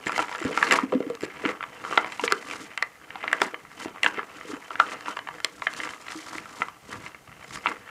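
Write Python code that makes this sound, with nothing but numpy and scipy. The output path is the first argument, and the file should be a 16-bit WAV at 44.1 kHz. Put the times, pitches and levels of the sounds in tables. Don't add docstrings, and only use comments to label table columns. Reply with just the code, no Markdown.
import sys
import numpy as np
from scipy import signal
from scipy.fft import rfft, irfft
from scipy.io import wavfile

SR = 44100
rng = np.random.default_rng(int(sys.argv[2]) if len(sys.argv) > 2 else 0)


def dump(signal):
    limited = np.clip(np.atleast_2d(signal).T, -1, 1)
    pcm = np.round(limited * 32767).astype(np.int16)
    wavfile.write(sys.argv[1], SR, pcm)


N = 348381

# (time [s], level [dB], panel pitch [Hz], crack gain [dB])
SNAPS = [(0.069, -15, 1830, -11), (0.094, -15.5, 1400, -22), (0.12, -20, 1280, -5), (0.179, -13.5, 860, -4),
         (0.191, -9.5, 915, -36), (0.225, -18, 900, -11), (0.293, -25, 907, -10), (0.349, -20, 1410, -17),
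         (0.575, -9.5, 1000, -11.5), (0.627, -5, 1600, -13), (0.71, -7.5, 1900, -3.5),
         (0.723, -6, 1900, -3), (0.755, -18, 1960, -31), (0.787, -9.5, 1030, -35), (0.922, -20, 1040, -21),
         (1.1, -30, 1130, 0.5), (1.151, -29, 1650, 2), (1.452, -12.5, 1210, -49), (1.607, -21, 1350, -39),
         (1.627, -21, 1380, -25), (1.638, -22.5, 1400, -35), (1.849, -22, 1330, -40),
         (1.975, -1.5, 1310, -36), (2.045, -17.5, 1070, -21), (2.121, -26, 2050, -1.5),
         (2.195, -18, 990, -31), (2.238, -15, 1340, -8), (2.278, -11.5, 2280, -28), (2.312, -17, 1350, -27),
         (2.322, -6, 1460, -1), (2.511, -21.5, 2260, -5), (2.776, -16, 1890, -6.5), (2.825, -9, 1900, -7),
         (3.105, -26, 1900, -27), (3.156, -21.5, 840, -19), (3.24, -19, 1170, -34), (3.278, -14, 1890, -44),
         (3.329, -7, 1900, -11), (3.403, -28, 1850, -31), (3.417, -5.5, 925, -3.5),
         (3.543, -19.5, 1720, -38), (4.032, -8, 2700, -2), (4.044, -12.5, 1720, -9),
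         (4.062, -4.5, 1690, -37), (4.192, -18, 1190, -43), (4.705, -22.5, 1020, -40),
         (4.755, -19.5, 1470, -22), (4.799, -1, 1340, -23.5), (5.008, -31.5, 1710, 1),
         (5.082, -18, 950, -12), (5.169, -20.5, 1190, -14), (5.19, -23, 1950, -7), (5.272, -26, 1700, -18),
         (5.287, -21, 1470, -10), (5.402, -25.5, 1530, -5), (5.446, -12.5, 1160, 6),
         (5.62, -19.5, 1070, -33), (5.669, -8.5, 1840, -46), (5.736, -29, 1270, 4.5),
         (5.801, -20, 1850, -32), (5.834, -21, 2000, -8), (5.873, -24, 2020, -22), (5.935, -27, 2130, -40),
         (6.082, -24.5, 2040, -18), (6.12, -27, 1900, 1.5), (6.146, -33, 1260, -36),
         (6.265, -39, 1200, 6.5), (6.338, -38, 1230, -13), (6.382, -21.5, 2050, -9),
         (6.456, -31, 1290, -19), (6.619, -10, 1320, -44), (6.684, -25.5, 1370, -14),
         (7.063, -28, 2020, -6), (7.146, -29.5, 1230, -23), (7.557, -24.5, 1970, -13),
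         (7.659, -8.5, 1340, -37), (7.669, -13, 2270, -36), (7.716, -21, 1060, -21)]
# (start time [s], first gap [s], level [dB])
CREAKS = [(0.061, 0.0055, -29.5), (.326, .031, -31), (1.208, 0.011, -31)]
# (frequency [Hz], level [dB], t60 [s])
TRAY = [(974, 6, 0.022), (1214, 12.5, 0.021), (1340, 4, 0.047), (1690, 9.5, 0.019), (2040, 10, 0.024),
        (2280, 11.5, 0.0095), (2713, 1.5, 0.037), (3063, -4.5, 0.086)]
# (frequency [Hz], level [dB], t60 [s])
CREASE = [(3500, -5, .005), (4300, 0, .004), (5100, -1, .005), (6000, -8, .004), (7200, -3, .006),
          (9500, -12, .003)]
POP_CYCLES = 11
CREAK_QUICKENS = .8
SLIP_HZ, SLIP_CRACK_DB = 1900, -0.5
SLIP_CREASE_HZ = 7460


def creak_slips():
    gaps = (1 - CREAK_QUICKENS ** np.arange(8)) / (1 - CREAK_QUICKENS)
    return [(s + gap_s * k, level_db, SLIP_HZ, SLIP_CRACK_DB, 1)
            for s, gap_s, level_db in CREAKS for k in gaps]


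def snaps():
    rows = [(*row, 0) for row in SNAPS] + creak_slips()
    out, tray = np.zeros(N), len(TRAY)
    force = rng.standard_normal((len(rows), 2, 400))
    luck = rng.standard_normal((len(rows), 2, tray + len(CREASE)))
    for (s, level_db, hz, crack_db, slip), (push, tick), (chance, flex) in zip(rows, force, luck):
        bend = 1 + .015 * flex
        strength_db = 3 * chance
        flip = np.diff(np.convolve(rough_force(push, .0003, .0016), np.hanning(16)))
        pop = struck([(hz, 0, POP_CYCLES / hz)], np.zeros(1), np.ones(1), flip)
        ring_db = near(TRAY, hz, fall_db=9) + strength_db[:tray]
        ring = struck(TRAY, ring_db, bend[:tray], flip)
        crease_db = strength_db[tray:] + slip * near(CREASE, SLIP_CREASE_HZ, fall_db=12)
        crack = struck(CREASE, crease_db, bend[tray:], rough_force(tick, .0003, .0008))
        snap = from_db(-3.5) * pop + from_db(-4.0) * ring + from_db(crack_db) * crack
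        add(out, s, from_db(level_db) * snap)
    return out


# (time [s], level [dB], hollow pitch [Hz], 60 dB decay [cycles, at least 2])
KNOCKS = [(0.065, -13.5, 245, 19), (0.413, -22.5, 337, 20), (0.45, -8, 266, 9.7), (0.509, -17, 458, 12),
          (0.722, -10.5, 447, 3.4), (0.831, -10.5, 261, 11), (0.925, -11, 460, 13), (0.936, -10, 497, 12),
          (0.948, -8.5, 260, 19), (1.003, -10, 460, 4.3), (1.064, -20, 271, 16), (1.099, -16, 470, 30),
          (1.232, -14, 354, 5), (1.439, -18, 386, 9.9), (1.452, -12, 302, 17), (2.235, -12, 450, 14),
          (2.321, -14, 403, 13), (3.414, -14.5, 396, 11), (3.536, -25.5, 455, 32),
          (3.857, -16.5, 327, 1.73), (4.18, -20, 450, 7), (4.45, -29, 460, 15), (4.499, -24.5, 430, 19),
          (4.532, -21.5, 290, 20), (6.152, -27, 318, 49), (6.351, -26.5, 320, 14), (6.602, -20, 243, 2.6),
          (6.89, -27.5, 248, 8.3), (6.931, -26.5, 266, 1.7)]
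KNOCK_POP_DB, KNOCK_RING_DB = -3.5, -23.5


def knocks():
    out = np.zeros(N)
    force = rng.standard_normal((len(KNOCKS), 900))
    luck = rng.standard_normal((len(KNOCKS), len(TRAY)))
    for (s, level_db, hz, cycles), push, chance in zip(KNOCKS, force, luck):
        contact = rough_force(push, .001, .003)
        pop = struck([(hz, 0, np.maximum(cycles, 2) / hz)], np.zeros(1), np.ones(1), contact)
        ring = struck(TRAY, 3 * chance, np.ones(len(TRAY)), contact)
        add(out, s, from_db(level_db) * (from_db(KNOCK_POP_DB) * pop + from_db(KNOCK_RING_DB) * ring))
    return out


def handling():
    crackle_gain, rip_gain, drag_gain = effort()
    surge = from_db(1.5 * drift(12))
    lone = lone_crinkles()
    return surge * (crackle_gain * crackle(lone) + rip_gain * rip(lone) + drag_gain * drag())


# (time it gives [s], build-up [s], crackle gain [dB], rip re crackle [dB])
TUGS = [(0.089, 0.053, -29.5, -29), (0.203, 0.11, -26.5, -14), (.47, 0.41, -35.5, -15),
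        (0.649, 0.2, -29.5, -11), (0.733, 0.053, -19.5, -15), (1.49, 0.075, -27.5, -20),
        (1.981, 0.18, -31, -15.5), (2.25, 0.075, -39.5, 0), (2.52, 0.42, -40, -10.5),
        (2.62, 0.2, -36.5, -11), (3.28, 0.16, -38, -37), (3.43, 0.03, -30.5, -11.5),
        (3.828, 0.083, -36, -11.5), (4.051, 0.015, -20.5, -17.5), (4.19, 0.3, -36.5, -33),
        (4.545, 0.29, -38, -13), (4.93, 0.25, -35, -13.5), (5.091, 0.033, -27.5, -15),
        (5.869, 0.21, -37, -8), (6.2, 0.66, -43.5, -4.5), (6.376, 0.36, -44.5, -3.5),
        (6.62, 0.77, -42.5, -9), (6.925, 0.054, -36, -11), (7.07, 0.13, -41, -12.5),
        (7.556, 0.08, -39, -6.5), (7.69, 0.048, -29.5, -16)]
# (time [s], crackle gain [dB])
GRIP = [(0.0, -51), (1.1, -46.5), (2.3, -42.5), (3.0, -54), (3.35, -35.5), (3.7, -54.5), (5.1, -46),
        (6.2, -47), (6.8, -56), (7.9, -48)]
BUILD_DB, RELEASE_DB_PER_S = 12.5, 227
GRIP_RIP_DB, DRAG_DB = -20.5, -10.5
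SHUFFLE_DB, SHUFFLE_LEAD_S, SHUFFLE_DB_PER_S = -27.5, .027, 149
AFTER_DB, AFTER_LEAD_S, AFTER_DB_PER_S = -25, .004, 700


def effort():
    s, build_s, crackle_db, rip_db = np.transpose(TUGS)
    knock_s, knock_db = np.transpose(KNOCKS)[:2]
    snap_s, snap_db = np.transpose(SNAPS)[:2]
    grip = from_db(2 * in_time(GRIP)[0])
    crackle_power = grip + humps(s, build_s, crackle_db, RELEASE_DB_PER_S)
    rip_power = grip * from_db(2 * GRIP_RIP_DB) + humps(s, build_s, crackle_db + rip_db, RELEASE_DB_PER_S)
    shuffle = humps(knock_s, SHUFFLE_LEAD_S, knock_db + SHUFFLE_DB, SHUFFLE_DB_PER_S)
    drag_power = crackle_power * from_db(2 * DRAG_DB) + shuffle
    flurry = humps(snap_s, AFTER_LEAD_S, snap_db + AFTER_DB, AFTER_DB_PER_S)
    return np.sqrt([crackle_power + flurry, rip_power, drag_power])


CRINKLE_RISE_S, CRINKLE_LAST_S = .0003, .002


def lone_crinkles():
    clicks = random_clicks(per_s=90, spread_db=3.5, clump_db=5, clump_hz=10)
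    push = rough_force(np.ones(800), CRINKLE_RISE_S, CRINKLE_LAST_S)
    return signal.fftconvolve(np.abs(clicks), np.abs(push))[:N]


def crackle(lone):
    clicks = random_clicks(per_s=2200, spread_db=4, clump_db=4.5, clump_hz=70)
    fine = grains(TRAY, 3, clicks)
    return from_db(-3) * (from_db(-2) * fine + from_db(-1.5) * crinkles(TRAY, 2, lone))


# (frequency [Hz], level [dB])
RIP = [(1760, -31), (3000, 2.5), (7200, 2.5), (12400, -8), (16000, -33)]


def rip(lone):
    unevenness_db = 1.0 * rng.exponential(1, N) + 7.1 * np.tanh(drift(60))
    fibres = coloured(rng.standard_normal(N) * from_db(unevenness_db), RIP)
    return fibres + from_db(-7) * crinkles(CREASE, 1, lone)


# (frequency [Hz], level [dB], t60 [s])
TABLE = [(108, 36, 0.014), (129, 41, 0.029), (245, 13, 0.034), (307, 6.5, 0.088), (463, 12, 0.037)]


def drag():
    return grains(TABLE[2:], 1.3, random_clicks(per_s=1000, spread_db=1.5, clump_db=3, clump_hz=14))


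# (time [s], rumble gain [dB])
RUMBLE = [(0.0, -57), (2.8, -63), (7.9, -60)]
# (time [s], rumble gain [dB])
BUMPS = [(6.36, -52), (6.93, -45.5), (7.55, -46)]
BUMP_LEAD_S, BUMP_DB_PER_S = .05, 117


def rumble():
    pushes = random_clicks(per_s=330, spread_db=-2.0, clump_db=3.0, clump_hz=8.9)
    soft_pushes = signal.lfilter([1], [1, -1.9, .9025], pushes)
    s, bump_db = np.transpose(BUMPS)
    power = from_db(2 * in_time(RUMBLE)[0]) + humps(s, BUMP_LEAD_S, bump_db, BUMP_DB_PER_S)
    boom = np.diff(grains(TABLE[:2], 1.6, soft_pushes), prepend=0)
    return np.sqrt(power) * rms_one(boom)


ROOM_T60_S, WALL_CUT_HZ = .2, 1800


def room(x):
    t = np.arange(SR // 2) / SR
    pole = np.exp(-2 * np.pi * WALL_CUT_HZ / SR)
    dull = signal.lfilter([1], [1, -2 * pole, pole ** 2], rng.standard_normal(len(t)))
    tail = dull * from_db(-60 * t / ROOM_T60_S) * (t > .004)
    return signal.fftconvolve(x, tail / np.sqrt(np.sum(tail ** 2)))[:N]


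# (frequency [Hz], relative density [dB per Hz])
ROOM_TONE = [(30, -24), (313, -1.5), (742, 10.5), (1140, -3.5), (2000, 0.5), (3590, -4.5), (6940, -4),
             (15900, -12.5)]
ROOM_TONE_DB = -58


def room_tone():
    return from_db(ROOM_TONE_DB) * coloured(rng.standard_normal(N), ROOM_TONE)


def from_db(db):
    return 10 ** (np.asarray(db) / 20)


def rms_one(x):
    return x / np.sqrt(np.mean(x ** 2) + 1e-20)


def in_time(rows):
    s, *columns = np.transpose(rows)
    return [np.interp(np.arange(N) / SR, s, c) for c in columns]


def drift(rate_hz):
    r = np.exp(-80 * np.pi * rate_hz / SR)
    slow = signal.lfilter([1], [1, -2 * r, r * r], rng.standard_normal(N // 40 + 2002))[2000:]
    return np.interp(np.arange(N) / 40, np.arange(len(slow)), rms_one(slow))


def coloured(x, spectrum):
    hz, level_db = np.transpose(spectrum)
    bins = np.arange(1, N // 2 + 2) * SR / N
    gain = from_db(np.interp(np.log(bins), np.log(hz), level_db))
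    return rms_one(irfft(rfft(x) * gain, N))


def rough_force(draw, rise_s, last_s):
    t = np.arange(len(draw)) / SR
    return draw * (1 - np.exp(-t / rise_s)) * np.exp(-t / last_s)


def struck(modes, strength_db, bend, contact):
    hz, level_db, t60 = np.transpose(modes)[:, :, None]
    t = np.arange(4000) / SR
    decay = from_db(level_db + strength_db[:, None] - 60 * t / t60)
    rings = decay * np.sin(2 * np.pi * hz * bend[:, None] * t)
    wave = signal.fftconvolve(rings.sum(axis=0), contact)[:len(t)]
    return wave / np.max(np.abs(wave))


def near(modes, hz, fall_db):
    return -fall_db * np.abs(np.log2(np.array(modes)[:, 0] / hz))


def add(out, s, wave):
    i = int(round(s * SR))
    out[i:i + len(wave)] += wave[:N - i]


def random_clicks(per_s, spread_db, clump_db, clump_hz):
    sizes = from_db(spread_db * np.minimum(rng.exponential(1, N), 3)) * rng.choice([-1, 1], N)
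    return sizes * (rng.random(N) < per_s * from_db(clump_db * np.minimum(drift(clump_hz), 1)) / SR)


def ringing(clicks, hz, t60):
    r, w = from_db(-60 / (t60 * SR)), 2 * np.pi * hz / SR
    return signal.lfilter([0, np.sin(w)], [1, -2 * r * np.cos(w), r * r], clicks + 1e-18)


WANDER_DB, WANDER_HZ = 3.5, 12


def wandering(level_db):
    return from_db(level_db + WANDER_DB * drift(WANDER_HZ))


def grains(modes, damping, clicks):
    dealt = rng.integers(0, len(modes), N)
    return rms_one(sum(wandering(level_db) * ringing(clicks * (dealt == k), hz, t60 / damping)
                       for k, (hz, level_db, t60) in enumerate(modes)))


def crinkles(modes, damping, clicks):
    return rms_one(sum(wandering(level_db) * ringing(clicks * rng.standard_normal(N), hz, t60 / damping)
                       for hz, level_db, t60 in modes))


def humps(s, build_s, peak_db, release_db_per_s):
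    t = np.arange(0, N + 64, 64) / SR - np.array(s)[:, None]
    build_s = np.maximum(np.reshape(build_s, (-1, 1)), .003)
    below_db = np.where(t < 0, -BUILD_DB * t / build_s, release_db_per_s * t)
    power = np.sum(from_db(2 * (np.array(peak_db)[:, None] - below_db)), axis=0)
    return np.interp(np.arange(N) / 64, np.arange(len(power)), power)


BASS_CUT_HZ, TREBLE_CUT_HZ = 228, 10170
ROOM_DB = -18


def scene():
    pack = snaps() + knocks() + handling()
    band = signal.butter(2, [BASS_CUT_HZ, TREBLE_CUT_HZ], "band", fs=SR, output="sos")
    pack = signal.sosfilt(band, pack)
    return (pack + from_db(ROOM_DB) * room(pack) + rumble() + room_tone())[None]


CUTOFF_HZ = 16600


def record(dry):
    top = .8
    rounded = dry / (1 + np.abs(dry / top) ** 4) ** .25
    return signal.sosfilt(signal.cheby2(12, 70, CUTOFF_HZ, fs=SR, output="sos"), rounded)


dry = scene()
out = record(dry)
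dump(out)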